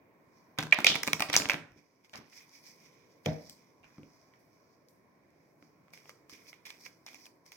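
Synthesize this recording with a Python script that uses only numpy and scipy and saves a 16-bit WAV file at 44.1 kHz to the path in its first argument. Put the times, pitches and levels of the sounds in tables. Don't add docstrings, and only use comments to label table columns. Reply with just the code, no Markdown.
import sys
import numpy as np
from scipy import signal
from scipy.fft import rfft, irfft, next_fast_len
from scipy.io import wavfile
from scipy.ndimage import uniform_filter1d

SR = 44100
rng = np.random.default_rng(int(sys.argv[2]) if len(sys.argv) > 2 else 0)


def volts(x):
    e = np.asarray(x, float) / 20
    return 10 ** e


def generate_wav(signal):
    frames = np.transpose(np.atleast_2d(signal))
    scaled = np.clip(frames, -1, 1) * 32767
    pcm = np.round(scaled).astype(np.int16)
    wavfile.write(sys.argv[1], SR, pcm)


N = 333660
TIME = np.arange(N) / SR
QUICK_CLOSING_US = 530


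def band(x, hz, width_hz, order=1):
    edges_hz = np.clip([hz - width_hz / 2, hz + width_hz / 2], [15, 30], [0.44 * SR, 0.46 * SR])
    return signal.sosfilt(signal.butter(order, edges_hz, "band", fs=SR, output="sos"), x)


def curve(points, hz):
    points_hz, values = np.transpose(points)
    return np.interp(np.log(hz + 1), np.log(points_hz), values)


def colour(x, points, size=2048):
    gain = volts(curve(points, np.fft.rfftfreq(size, 1 / SR)))
    cepstrum = irfft(np.log(gain))
    cepstrum[1:size // 2] *= 2
    cepstrum[size // 2 + 1:] = 0
    impulse = irfft(np.exp(rfft(cepstrum)))
    return signal.oaconvolve(x, impulse)[:len(x)]


def unit(x):
    return x / np.sqrt(np.mean(x ** 2))


def top(x, db):
    return x * volts(db) / np.max(np.abs(x))


def add(out, s, x):
    i = int(s * SR)
    out[..., i:i + x.shape[-1]] += x[..., :out.shape[-1] - i]


def walk(rate_hz, size=N):
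    hold = int(SR / rate_hz)
    levels = np.repeat(rng.standard_normal(size // hold + 1), hold)
    return 1.2 * uniform_filter1d(levels, hold)[:size]


def two_sides(mid, side, like):
    return np.sqrt(1 + like) * mid + np.sqrt(1 - like) * side * np.array([[1], [-1]])


def hum():
    # (frequency [Hz], density [dB per Hz])
    hum_colour = [(25, -7), (60, -12), (110, -4), (160, 2), (210, -2.5), (300, 2), (650, -7.5),
                  (800, -13.5), (1080, -5.5), (1200, -18), (1400, -17.5), (2300, -21.5), (2700, -33),
                  (3300, -38), (8000, -30.5), (14000, -24.5)]
    # (frequency [Hz], likeness [0-1])
    hum_likeness = [(60, 0.5), (130, 0.9), (640, 0.6), (1400, 0.06), (3000, 0.03), (16000, 0.3)]
    # (time [s], level [dB])
    hum_level = [(0, -67.5), (.5, -66), (1.7, -70), (1.9, -72.5), (2.6, -69.5), (3.2, -67), (3.7, -68),
                 (4.6, -69), (6.2, -67.5), (7.57, -70)]
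    size = next_fast_len(N)
    hz = np.fft.rfftfreq(size, 1 / SR)
    like = np.clip(curve(hum_likeness, hz), 0, 1)
    mid, side = rfft(rng.standard_normal((2, size))) * volts(curve(hum_colour, hz))
    both = two_sides(mid, side, like)
    out = 0
    for centre_hz in 30 * 2 ** np.arange(0, 9.5, 0.5):
        share = np.clip(1 - 2 * np.abs(np.log2((hz + 1) / centre_hz)), 0, 1)
        out = out + irfft(both * share, size)[:, :N] * volts(1.7 * walk(4.6))
    return unit(out) * volts(np.interp(TIME, *np.transpose(hum_level)) + 0.5)


def room(feed, size=30000):
    # (frequency [Hz], t60 [s], level [dB])
    room_bands = [(127, 0.46, -5), (370, .42, 1.5), (1000, 0.42, -3.5), (2600, 0.26, -27),
                  (6440, 0.33, -7.5), (12400, 0.23, -6)]
    # (frequency [Hz], likeness [0-1])
    room_likeness = [(125, .97), (350, .75), (1000, .45), (2500, .3), (12000, .05)]
    build_s = 0.0086
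    t, tail = TIME[:size], 0
    mid, side = rng.standard_normal((2, size))
    for hz, t60_s, db in room_bands:
        walls = two_sides(mid, side, curve(room_likeness, hz))
        fade = volts(db - 60 * t / t60_s) / np.sqrt(t60_s * SR / 9)
        tail = tail + fade * band(walls, hz, 1.2 * hz, order=2)
    return signal.oaconvolve(feed[None], tail * np.minimum(t / build_s, 1), axes=1)[:, :N]


def rush(rows, alike=0, size=16000):
    out, t = np.zeros((2, N)), TIME[:size]
    for s, db, hz, width_hz, t60_s in rows:
        for side in out:
            grains = rng.standard_normal(size) * volts(2.5 * walk(300, size=size))
            add(side, s, unit(band(grains, hz, width_hz, order=2)) * volts(db - 60 * t / t60_s))
    return out + alike * (out.mean(axis=0) - out)


def table_booms():
    # (time [s], level [dB], centre [Hz], width [Hz], t60 [s])
    boom_events = [
        (1.7, -58, 66, 85, 0.21),
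        (3.8, -62, 39, 47, 0.34),
        (3.3, -51, 240, 120, 0.63),
        (1.6, -56, 131, 60, 0.54),
        (3.99, -59, 78, 62, 0.31),
    ]
    return rush(boom_events, alike=0.92)


def scrapes():
    # (time [s], level [dB], centre [Hz], width [Hz], t60 [s])
    scrape_events = [
        (.59, -48, 2760, 2060, 0.25),
        (.733, -48, 2760, 1780, 0.66),
        (.734, -42, 2380, 496, .25),
        (.857, -41, 3200, 2000, 0.25),
        (3.265, -56, 1870, 890, 0.49),
        (3.84, -73.5, 1455, 901, 1),
    ]
    return rush(scrape_events)


def paper_rushes():
    # (time [s], level [dB], centre [Hz], width [Hz], t60 [s])
    rush_events = [(0.711, -49.5, 4060, 6000, 0.023), (0.866, -33.5, 3240, 1000, 0.38),
                   (0.868, -29.5, 4500, 4530, 0.28), (1.5, -48.5, 2920, 1600, 0.31),
                   (1.287, -48, 3380, 5980, 0.195), (1.329, -35, 3940, 7400, 0.35),
                   (1.371, -43, 6130, 1590, 0.12), (2.133, -52.5, 908, 1540, 0.414),
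                   (3.262, -40, 594, 288, 0.41), (3.835, -65, 2550, 399, 0.15),
                   (4.336, -73.5, 1633, 880, .3), (4.887, -65, 11150, 9000, 0.024),
                   (4.888, -67.5, 11520, 6960, .4), (4.39, -72.5, 11980, 7000, 0.73)]
    return rush(rush_events)


def strokes(step):
    # (peak time [s], hiss [dB], rise [s], fall [s], dull rub re hiss [dB])
    brushes = [(.375, -74.5, 0.13, 0.19, -2.5), (1.66, -83, 0.01, 0.8, 5), (1.9, -81.5, .3, 0.35, -1.5),
               (2.95, -75, 0.23, 0.4, 7.5), (3.12, -74, 0.13, .12, 1), (3.85, -75.5, 0.028, 1, 4),
               (4.15, -74, 0.46, 0.41, -6.5), (4.33, -92.5, 0.31, 0.18, -5), (4.53, -79.5, 0.054, .7, -3),
               (4.74, -80, 0.3, .11, -11), (5.44, -80, 0.25, 0.16, -0.5)]
    pushes = [(2.05, -67, 0.016, 0.029, 6), (2.175, -55.5, 0.054, 0.029, 2), (2.137, -65, 0.0042, 0.2, -13),
              (2.37, -57, 0.071, 0.088, 1), (2.333, -63, 0.039, 0.13, 2.5), (2.41, -69, 0.11, 0.11, 9.5),
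              (2.56, -60, 0.119, 0.1, 1.26), (2.67, -57, 0.06, 0.13, 0), (2.86, -65.5, 0.17, 0.11, 4),
              (3.262, -42.5, 0.0068, 0.0079, 6.5), (3.28, -57.5, 0.04, 0.19, -8),
              (3.49, -59.5, 0.14, 0.11, -5.5), (3.57, -73.5, 0.048, 0.36, 5),
              (4.42, -90, 0.14, 0.074, -5.5), (4.89, -83, 0.01, 0.142, -9), (1.78, -70.5, 0.034, 0.06, 5),
              (5.64, -74, .06, .18, -1.54)]
    cuts = [(5.937, -61, 0.012, 0.14, 5), (6.1, -62, 0.099, 0.03, 4), (6.14, -76.5, 0.021, 0.16, -2),
            (6.297, -59, .004, 0.17, -3), (6.33, -68, 0.035, 0.18, 12.5), (6.492, -55, 0.047, 0.037, -1),
            (6.54, -72.5, 0.017, 0.094, 12), (6.655, -56.5, 0.003, 0.139, 8), (6.7, -65, 0.061, 0.07, 10),
            (6.86, -53.5, 0.049, 0.039, 0.5), (6.81, -60, 0.029, 0.108, -4.5), (7.088, -66, 0.026, .06, 6),
            (6.47, -71.5, 0.048, 0.065, 6.5), (6.92, -72.5, 0.019, 0.18, -0.5),
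            (7.065, -58.5, 0.0025, 0.13, 7.5), (7.15, -63, 0.068, 0.17, 2), (7.26, -61.5, 0.17, 0.04, -0.5),
            (7.46, -64, 0.011, 0.13, 1), (7.522, -60.5, .005, 0.13, 0.5)]
    fizz_slowness = 1.5
    t, power = TIME[::step], 1e-14
    for rows, fizz_db in ((brushes, -14), (pushes, -12), (cuts, -10)):
        for s, db, rise_s, fall_s, rub_db in rows:
            fade_db = -20 * np.where(t < s, (s - t) / rise_s, (t - s) / fall_s)
            levels_db = db + np.array([fade_db, fade_db + rub_db, fade_db / fizz_slowness + fizz_db])
            power = power + volts(levels_db) ** 2
    return [np.interp(TIME, t, gain) for gain in np.sqrt(power)]


def slides():
    out, (hiss, dull, fizz) = np.zeros((2, N)), strokes(step=64)
    for patch in out:
        grains = np.minimum(rng.exponential(size=N // 40 + 1), 4).repeat(40)[:N]
        rub = rng.standard_normal(N) * volts(2.3 * grains + 1.3 * walk(40))
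        patch += hiss * volts(-4) * unit(band(rub, 5750, 2000, order=2) + 0.9 * band(rub, 6600, 4400, order=2))
        patch += dull * volts(-8.5) * unit(band(rub, 2300, 700, order=2) + 0.88 * band(rub, 3600, 3000))
        patch += fizz * volts(7.5) * unit(band(rub, 11000, 8800, order=2))
    return out + 0.17 * out[::-1]


def table_thuds(size=11025):
    # (time [s], level [dB], favoured ring [Hz])
    thuds = [(0.5871, -23.5, 285), (0.626, -30.5, 164.5), (0.724, -35.5, 610), (0.786, -26.5, 266),
             (0.845, -30.5, 595), (0.898, -29.5, 244), (0.954, -28, 230), (1.031, -41, 598),
             (1.074, -27.5, 291), (1.132, -33.5, 160), (1.202, -31, 320), (1.291, -33, 285),
             (1.346, -32.5, 167), (1.401, -31.5, 285), (1.456, -32, 267), (1.495, -33, 605.5),
             (1.539, -30, 253), (1.76, -48.5, 274), (2.149, -47, 199.6), (2.186, -39.5, 246.4),
             (3.26, -22.5, 620), (3.2673, -20.5, 156), (3.287, -23, 152), (3.488, -58.5, 166),
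             (3.842, -60.5, 162.7), (3.983, -35.5, 231), (4.03, -45, 296.6), (5.623, -50, 295.7),
             (6.09, -58, 722), (6.326, -47, 282)]
    # (frequency [Hz], level [dB], t60 [s])
    table_modes = [(158.0, 0.5, 0.92), (185, -7.5, 0.13), (230.3, -17.0, 0.2425), (285, -10, 0.66),
                   (417, -19.5, 0.38), (519.8, -16.5, 0.94), (594, -8.5, 0.9), (753.0, -15.5, 0.36),
                   (775.8, -21.5, 0.3), (873, -24.5, 0.2215), (62.74, -19, 0.22), (118.73, -12.0, 0.083),
                   (280.0, -3.5, 0.57), (492.7, -7.0, 0.71)]
    contact_s, damping = 0.0014, 5
    out, t = np.zeros(N), TIME[:size]
    push = np.sin(np.pi * t[t < contact_s] / contact_s)
    hz, db, t60_s = np.transpose(table_modes)[:, :, None]
    spots = rng.standard_normal((len(thuds), 2, len(table_modes), 1))
    cloth = rng.standard_normal((len(thuds), size))
    for (s, blow_db, ring_hz), spot, puff in zip(thuds, spots, cloth):
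        scatter_db, detune = 2 * spot[0], 1 + 0.02 * spot[1]
        mix = volts(db + scatter_db - 21 * np.abs(np.log2(hz / ring_hz)))
        modes = mix * np.sin(2 * np.pi * hz * detune * t) * volts(-60 * t / (t60_s / damping))
        dull = band(puff, 1.15 * ring_hz, 1.4 * ring_hz, order=2) * volts(-60 * t / 0.16)
        body = top(np.sum(modes, axis=0), 0) + top(dull, -3)
        add(out, s, top(signal.oaconvolve(body, push), blow_db - 5))
    return out


def clean_rings(size=22050):
    # (time [s], level [dB], frequency [Hz], t60 [s])
    ring_events = [(0.588, -45, 2940, 0.0059), (.7868, -20, 905, 0.013), (.8445, -17, 2330, 0.016),
                   (.866, -10.5, 2387, 0.012), (1.131, -34, 2390, 0.01), (1.221, -48, 2300, 0.0364),
                   (1.342, -37, 2334, 0.016), (1.354, -23, 2210, 0.014), (1.3646, -3, 6160, .004),
                   (1.3734, -20.5, 5900, .012), (1.4558, -46, 2300, 0.017), (1.5055, -33, 2350, .014),
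                   (3.29, -40, 623, 0.35), (3.291, -46, 156, 0.33), (5.9356, -52, 2190, 0.017),
                   (6.5292, -48.5, 2108, 0.018), (6.653, -54, 2360, 0.016), (6.7038, -61, 2390, 0.014),
                   (6.8605, -54, 2243, 0.094), (7.0632, -45.5, 5500, .01), (7.2645, -59.5, 2480, .03),
                   (7.5195, -63.5, 2270, 0.014), (3.4965, -59.5, 5790, .012), (6.661, -57.5, 2290, 0.0093),
                   (6.859, -55.5, 1000, 0.0615), (.5895, -34, 790, 0.049), (1.078, -36, 1018, 0.0324),
                   (3.2605, -30, 6750, 0.0047), (0.5867, -22, 5580, 0.0033), (0.5858, -22, 1510, .006),
                   (0.627, -33, 5500, .005), (3.2605, -31, 3330, .008), (3.286, -46, 3660, .015),
                   (1.3475, -24, 5900, .006), (1.38, -25, 5546, .008), (6.6615, -53, 2300, .008),
                   (2.494, -56, 4490, 0.0056)]
    rise_cycles = 1.5
    out, t = np.zeros(N), TIME[:size]
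    for s, db, hz, t60_s in ring_events:
        cycles = hz * np.cumsum(1 + 0.03 * walk(hz / 6, size=size)) / SR
        swell = 1 - np.exp(-t * hz / rise_cycles)
        add(out, s, np.sin(2 * np.pi * cycles) * swell * volts(db - 0.5 - 60 * t / t60_s))
    return out


def snaps(events, size=1400):
    unlike = 0.5
    out, t = np.zeros((3, N)), TIME[:size]
    noises = rng.standard_normal((len(events), 3, size))
    for (s, db, hz, edge_db, slap_db, closing_us), noise in zip(events, noises):
        air = noise[:, None] + unlike * noise[:, None, ::-1] * np.array([[1], [-1], [0]])
        closing = t * np.exp(-t * 1e6 / max(closing_us, 100))
        squeeze = air[0]
        if closing_us > 1300 and edge_db < -30:
            squeeze = squeeze + 0.55 * np.sin(2 * np.pi * hz * t) * np.array([[1], [1], [0]])
        width_hz = hz * np.clip(420 / closing_us, 0.4, 1.2)
        pocket = band(squeeze * closing, hz, width_hz, order=2)
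        broad = band(air[0] * closing ** 2, 3600, 8800)
        edge = band(air[1] * t * np.exp(-t / (0.00011 + closing_us * 5e-7)), 11000, 11000, order=2)
        slap = band(air[2] * closing, 1050, 1100, order=2)
        crack = top(broad, db + 0.58 * edge_db) + top(edge, db + edge_db + 14)
        add(out, s, top(pocket, db - 12.5) + crack + top(slap, db + slap_db + 2.5))
    return out


def nicks():
    # (time [s], pocket [dB], pocket [Hz], edge crack re pocket [dB], pile slap re pocket [dB])
    nick_events = [(.5862, -17, 4200, -24, -15), (0.7242, -27, 5540, -11, -5),
                   (.7375, -21.5, 2180, -18, -27), (0.7447, -22, 5600, -20, -28),
                   (0.868, -1, 4900, -34, -42), (0.8699, -8, 2330, -46, -32), (1.0345, -25, 1692, -15, -8),
                   (1.082, -23, 2300, -25, -5), (1.1318, -14, 1990, -15, -17),
                   (1.2998, -30, 2200, -10, -5.5), (1.3315, -21.5, 3000, -8, -25),
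                   (1.3668, -12.5, 5460, -32, -22.5), (1.3735, -20, 5900, -32, -39),
                   (1.3865, -26, 5800, -26.5, -28.5), (1.4645, -34, 2300, -33, -30),
                   (1.4993, -18, 2324, -16.5, -9.5), (1.7765, -55.5, 2410, -20.5, -16.5),
                   (2.133, -40, 5580, -29, -26.5), (2.1375, -34, 2240, -40.5, -22),
                   (2.1565, -28, 5600, -42, -34), (2.2215, -54, 2310, -22, -18),
                   (2.299, -49.5, 5570, -20.5, -24), (2.331, -45.5, 2380, -27, -23),
                   (2.6545, -47.5, 5570, -21, -26.5), (3.2596, -22.5, 2320, -18.5, -42),
                   (3.8308, -53.5, 2380, -25, -18), (3.8432, -47.5, 2552, -24.5, -7),
                   (4.8856, -67, 6000, 3, -31), (5.9048, -53, 5480, -28, -27.5),
                   (6.1035, -47.5, 2290, -21.5, -19.5), (6.4679, -46, 2300, -30.5, -26),
                   (6.485, -50, 2296, -22.5, -23), (6.5292, -39.5, 2110, -32, -33),
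                   (6.5378, -49, 2150, -33, -29), (6.7042, -31.5, 2430, -25, -40),
                   (6.704, -30.5, 5860, -34, -30), (6.8062, -47, 5900, -21, -27),
                   (7.072, -43, 2210, -24.5, -27.5), (7.087, -36, 5680, -27.5, -28),
                   (7.256, -43, 2380, -13, -21), (3.4958, -46.5, 5900, -6, -30),
                   (5.6248, -60, 5000, -11.5, -20), (5.305, -67, 6000, -12, -29.5)]
    return snaps([(*row, QUICK_CLOSING_US) for row in nick_events])[:2]


def cards():
    # (time [s], pocket [dB], pocket [Hz], edge crack re pocket [dB])
    flicks = [(0.5935, -31.5, 2078, -25.5), (0.6685, -37, 1783, -18.5), (0.776, -34, 1940, -18.5),
              (0.8034, -22.5, 1886, -20), (0.8667, -5.5, 2525, -27.5), (0.9016, -15.5, 3453, -22.5),
              (0.9448, -21.5, 2290, -25), (1.0755, -14.5, 2200, -16.5), (1.196, -24.5, 2430, -15),
              (1.3451, -27, 5820, -7.5), (1.3533, -10.5, 2210, -21), (1.3645, 2, 6300, -19),
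              (1.399, -19.5, 5642, -27.5), (1.4192, -21.5, 2190, -23), (1.4474, -33, 6080, -21.5),
              (1.4558, -13, 2110, -39), (1.4968, -3, 2110, -34.5), (1.5344, -25.5, 1530, -17.5),
              (1.5417, -16.5, 2310, -38)]
    # (time [s], pocket [dB], pocket [Hz], edge crack re pocket [dB])
    flops = [(0.5774, -47.5, 2219, -22.5), (0.5863, -17, 3215, -21), (0.5896, -14.5, 1677, -30),
             (0.6054, -33, 2075, -14), (0.6265, -30, 2340, -16), (0.6337, -33.5, 1751, -13.5),
             (0.7285, -7.5, 2400, -45), (0.7427, -27, 2281, -26), (0.7867, -14.5, 1524, -26.5),
             (0.8709, -10.5, 3487, -30), (0.9182, -16.5, 3091, -27.5), (0.9608, -21.5, 3497, -19.5),
             (1.0318, -24.5, 2128, -10.5), (1.0683, -29, 5726, -14), (1.0799, -19, 2299, -25),
             (1.1315, -13.5, 2349, -17.5), (1.298, -23, 2204, -24.5), (1.373, -17.5, 5950, -26.5),
             (1.4876, -27, 2380, -13), (1.5052, -18, 2353, -22), (1.5158, -19.5, 2170, -28),
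             (1.5274, -32, 2335, -30.5)]
    # (time [s], pocket [dB], edge crack re pocket [dB], pile slap re pocket [dB])
    packets = [
        (0.7232, 0, -85, -52),
        (0.8445, -7, -20.5, -34),
        (0.9537, -18.5, -21, -14.5),
        (1.2039, -19.5, -13.5, -7.5),
        (1.221, -12.5, -23, -15.5),
        (1.3391, -15.5, -22, -14),
        (6.5291, -49.5, -18, -8),
        (6.8613, -36, -22, -15.5),
        (7.2638, -47, -13, -12.5),
    ]
    ticks = [(1.7105, -65.5, -20.5, -20), (1.7186, -57.5, -14, -20.5), (2.0461, -51, -30, -11.5),
             (2.0953, -53, -13, -28.5), (2.138, -56, -31.5, -7), (2.156, -40, -31.5, -20),
             (2.2108, -60, -25, -1), (2.3268, -52.5, -26.5, -10.5), (3.249, -43.5, -33.5, -28.5),
             (3.2603, -18, -43, -42), (3.9814, -51.5, -30.5, -3), (4.0317, -47.5, -31.5, -8),
             (4.337, -60, -38, -4), (5.6253, -61, -29.5, 5)]
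    knocks = [(5.882, -57.5, -26.5, -0.5), (5.9061, -70.5, -15, 5), (5.9354, -40, -14.5, -11),
              (5.9754, -45, -16, -10), (6.056, -52, -31, -3), (6.094, -45, -5.5, -0.5),
              (6.2959, -44, -9.5, -11), (6.6532, -39, -20.5, -31.5), (6.6599, -40, -12.5, -21),
              (6.6675, -39, -10.5, -11.5), (6.703, -36.5, -16, -13), (7.0836, -40, -30, -12),
              (7.1317, -47, -15, -9), (7.1447, -41, -12.5, -13.5), (7.5193, -39.5, -11.5, -17),
              (7.5275, -49, -11.5, -21)]
    corners = [
        (2.1365, -31, -37, -29),
        (2.4932, -44, -23, -25),
        (3.4966, -45.5, 0.5, -25.5),
        (6.335, -40, -15.5, -35),
        (7.0642, -30, -27.5, -18.5),
        (7.4629, -49.5, -11, -31.5),
    ]
    slap_re_db, slap_follows = -26, 0.41
    events = []
    for rows, closing_us in ((flicks, 631.5), (flops, 1300)):
        for s, db, hz, edge_db in rows:
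            events.append((s, db, hz, edge_db, slap_re_db + (slap_follows - 1) * db, closing_us))
    kinds = ((packets, 2380, 1700), (ticks, 2330, QUICK_CLOSING_US), (knocks, 2290, QUICK_CLOSING_US),
             (corners, 5800, QUICK_CLOSING_US))
    for rows, hz, closing_us in kinds:
        for s, db, edge_db, slap_db in rows:
            events.append((s, db, hz, edge_db, slap_db, closing_us))
    return snaps(events)


def scene():
    deck, wood = cards(), table_thuds()
    background = hum() + room(deck[2] + volts(-5.5) * wood)
    paper = paper_rushes() + scrapes() + slides()
    return background + paper + table_booms() + wood + clean_rings() + nicks() + deck[:2]


def band_limit(x):
    return signal.sosfilt(signal.butter(12, 17140, fs=SR, output="sos"), x)


def record(dry):
    # (frequency [Hz], gain [dB])
    left_port = [(200, 2.5), (350, -1), (700, 5.5), (1500, 3.5), (2400, 3.5), (3400, 10), (6000, 4),
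                 (9000, -2.5), (15000, -0.5)]
    # (frequency [Hz], gain [dB])
    right_port = [(200, 1.5), (1500, 5), (2050, 11), (2390, 15.5), (2700, 7.5), (4200, 9), (5700, 11),
                  (6600, 2), (8500, -14), (15000, -11)]
    # (frequency [Hz], phase [rad])
    duct_lead = [(100, 0), (700, .3), (1100, .3), (1700, 1.4), (2700, 1.6), (3500, 1), (4800, 0)]
    left_lead_samples, rumble_cut_hz, top_hz = 5, 70, 16100
    left = np.roll(colour(dry[0], left_port), -left_lead_samples)
    size = next_fast_len(N)
    duct = np.exp(1j * curve(duct_lead, np.fft.rfftfreq(size, 1 / SR)))
    right = irfft(rfft(colour(dry[1], right_port), size) * duct, size)[:N]
    ports = np.array([left, right])
    ports = signal.sosfilt(signal.butter(2, rumble_cut_hz, "high", fs=SR, output="sos"), ports)
    ports = ports / (1 + ports ** 4) ** 0.25
    ports = signal.sosfilt(signal.ellip(8, 0.2, 30, top_hz, fs=SR, output="sos"), ports)
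    return band_limit(ports)


dry = scene()
out = record(dry)
generate_wav(out)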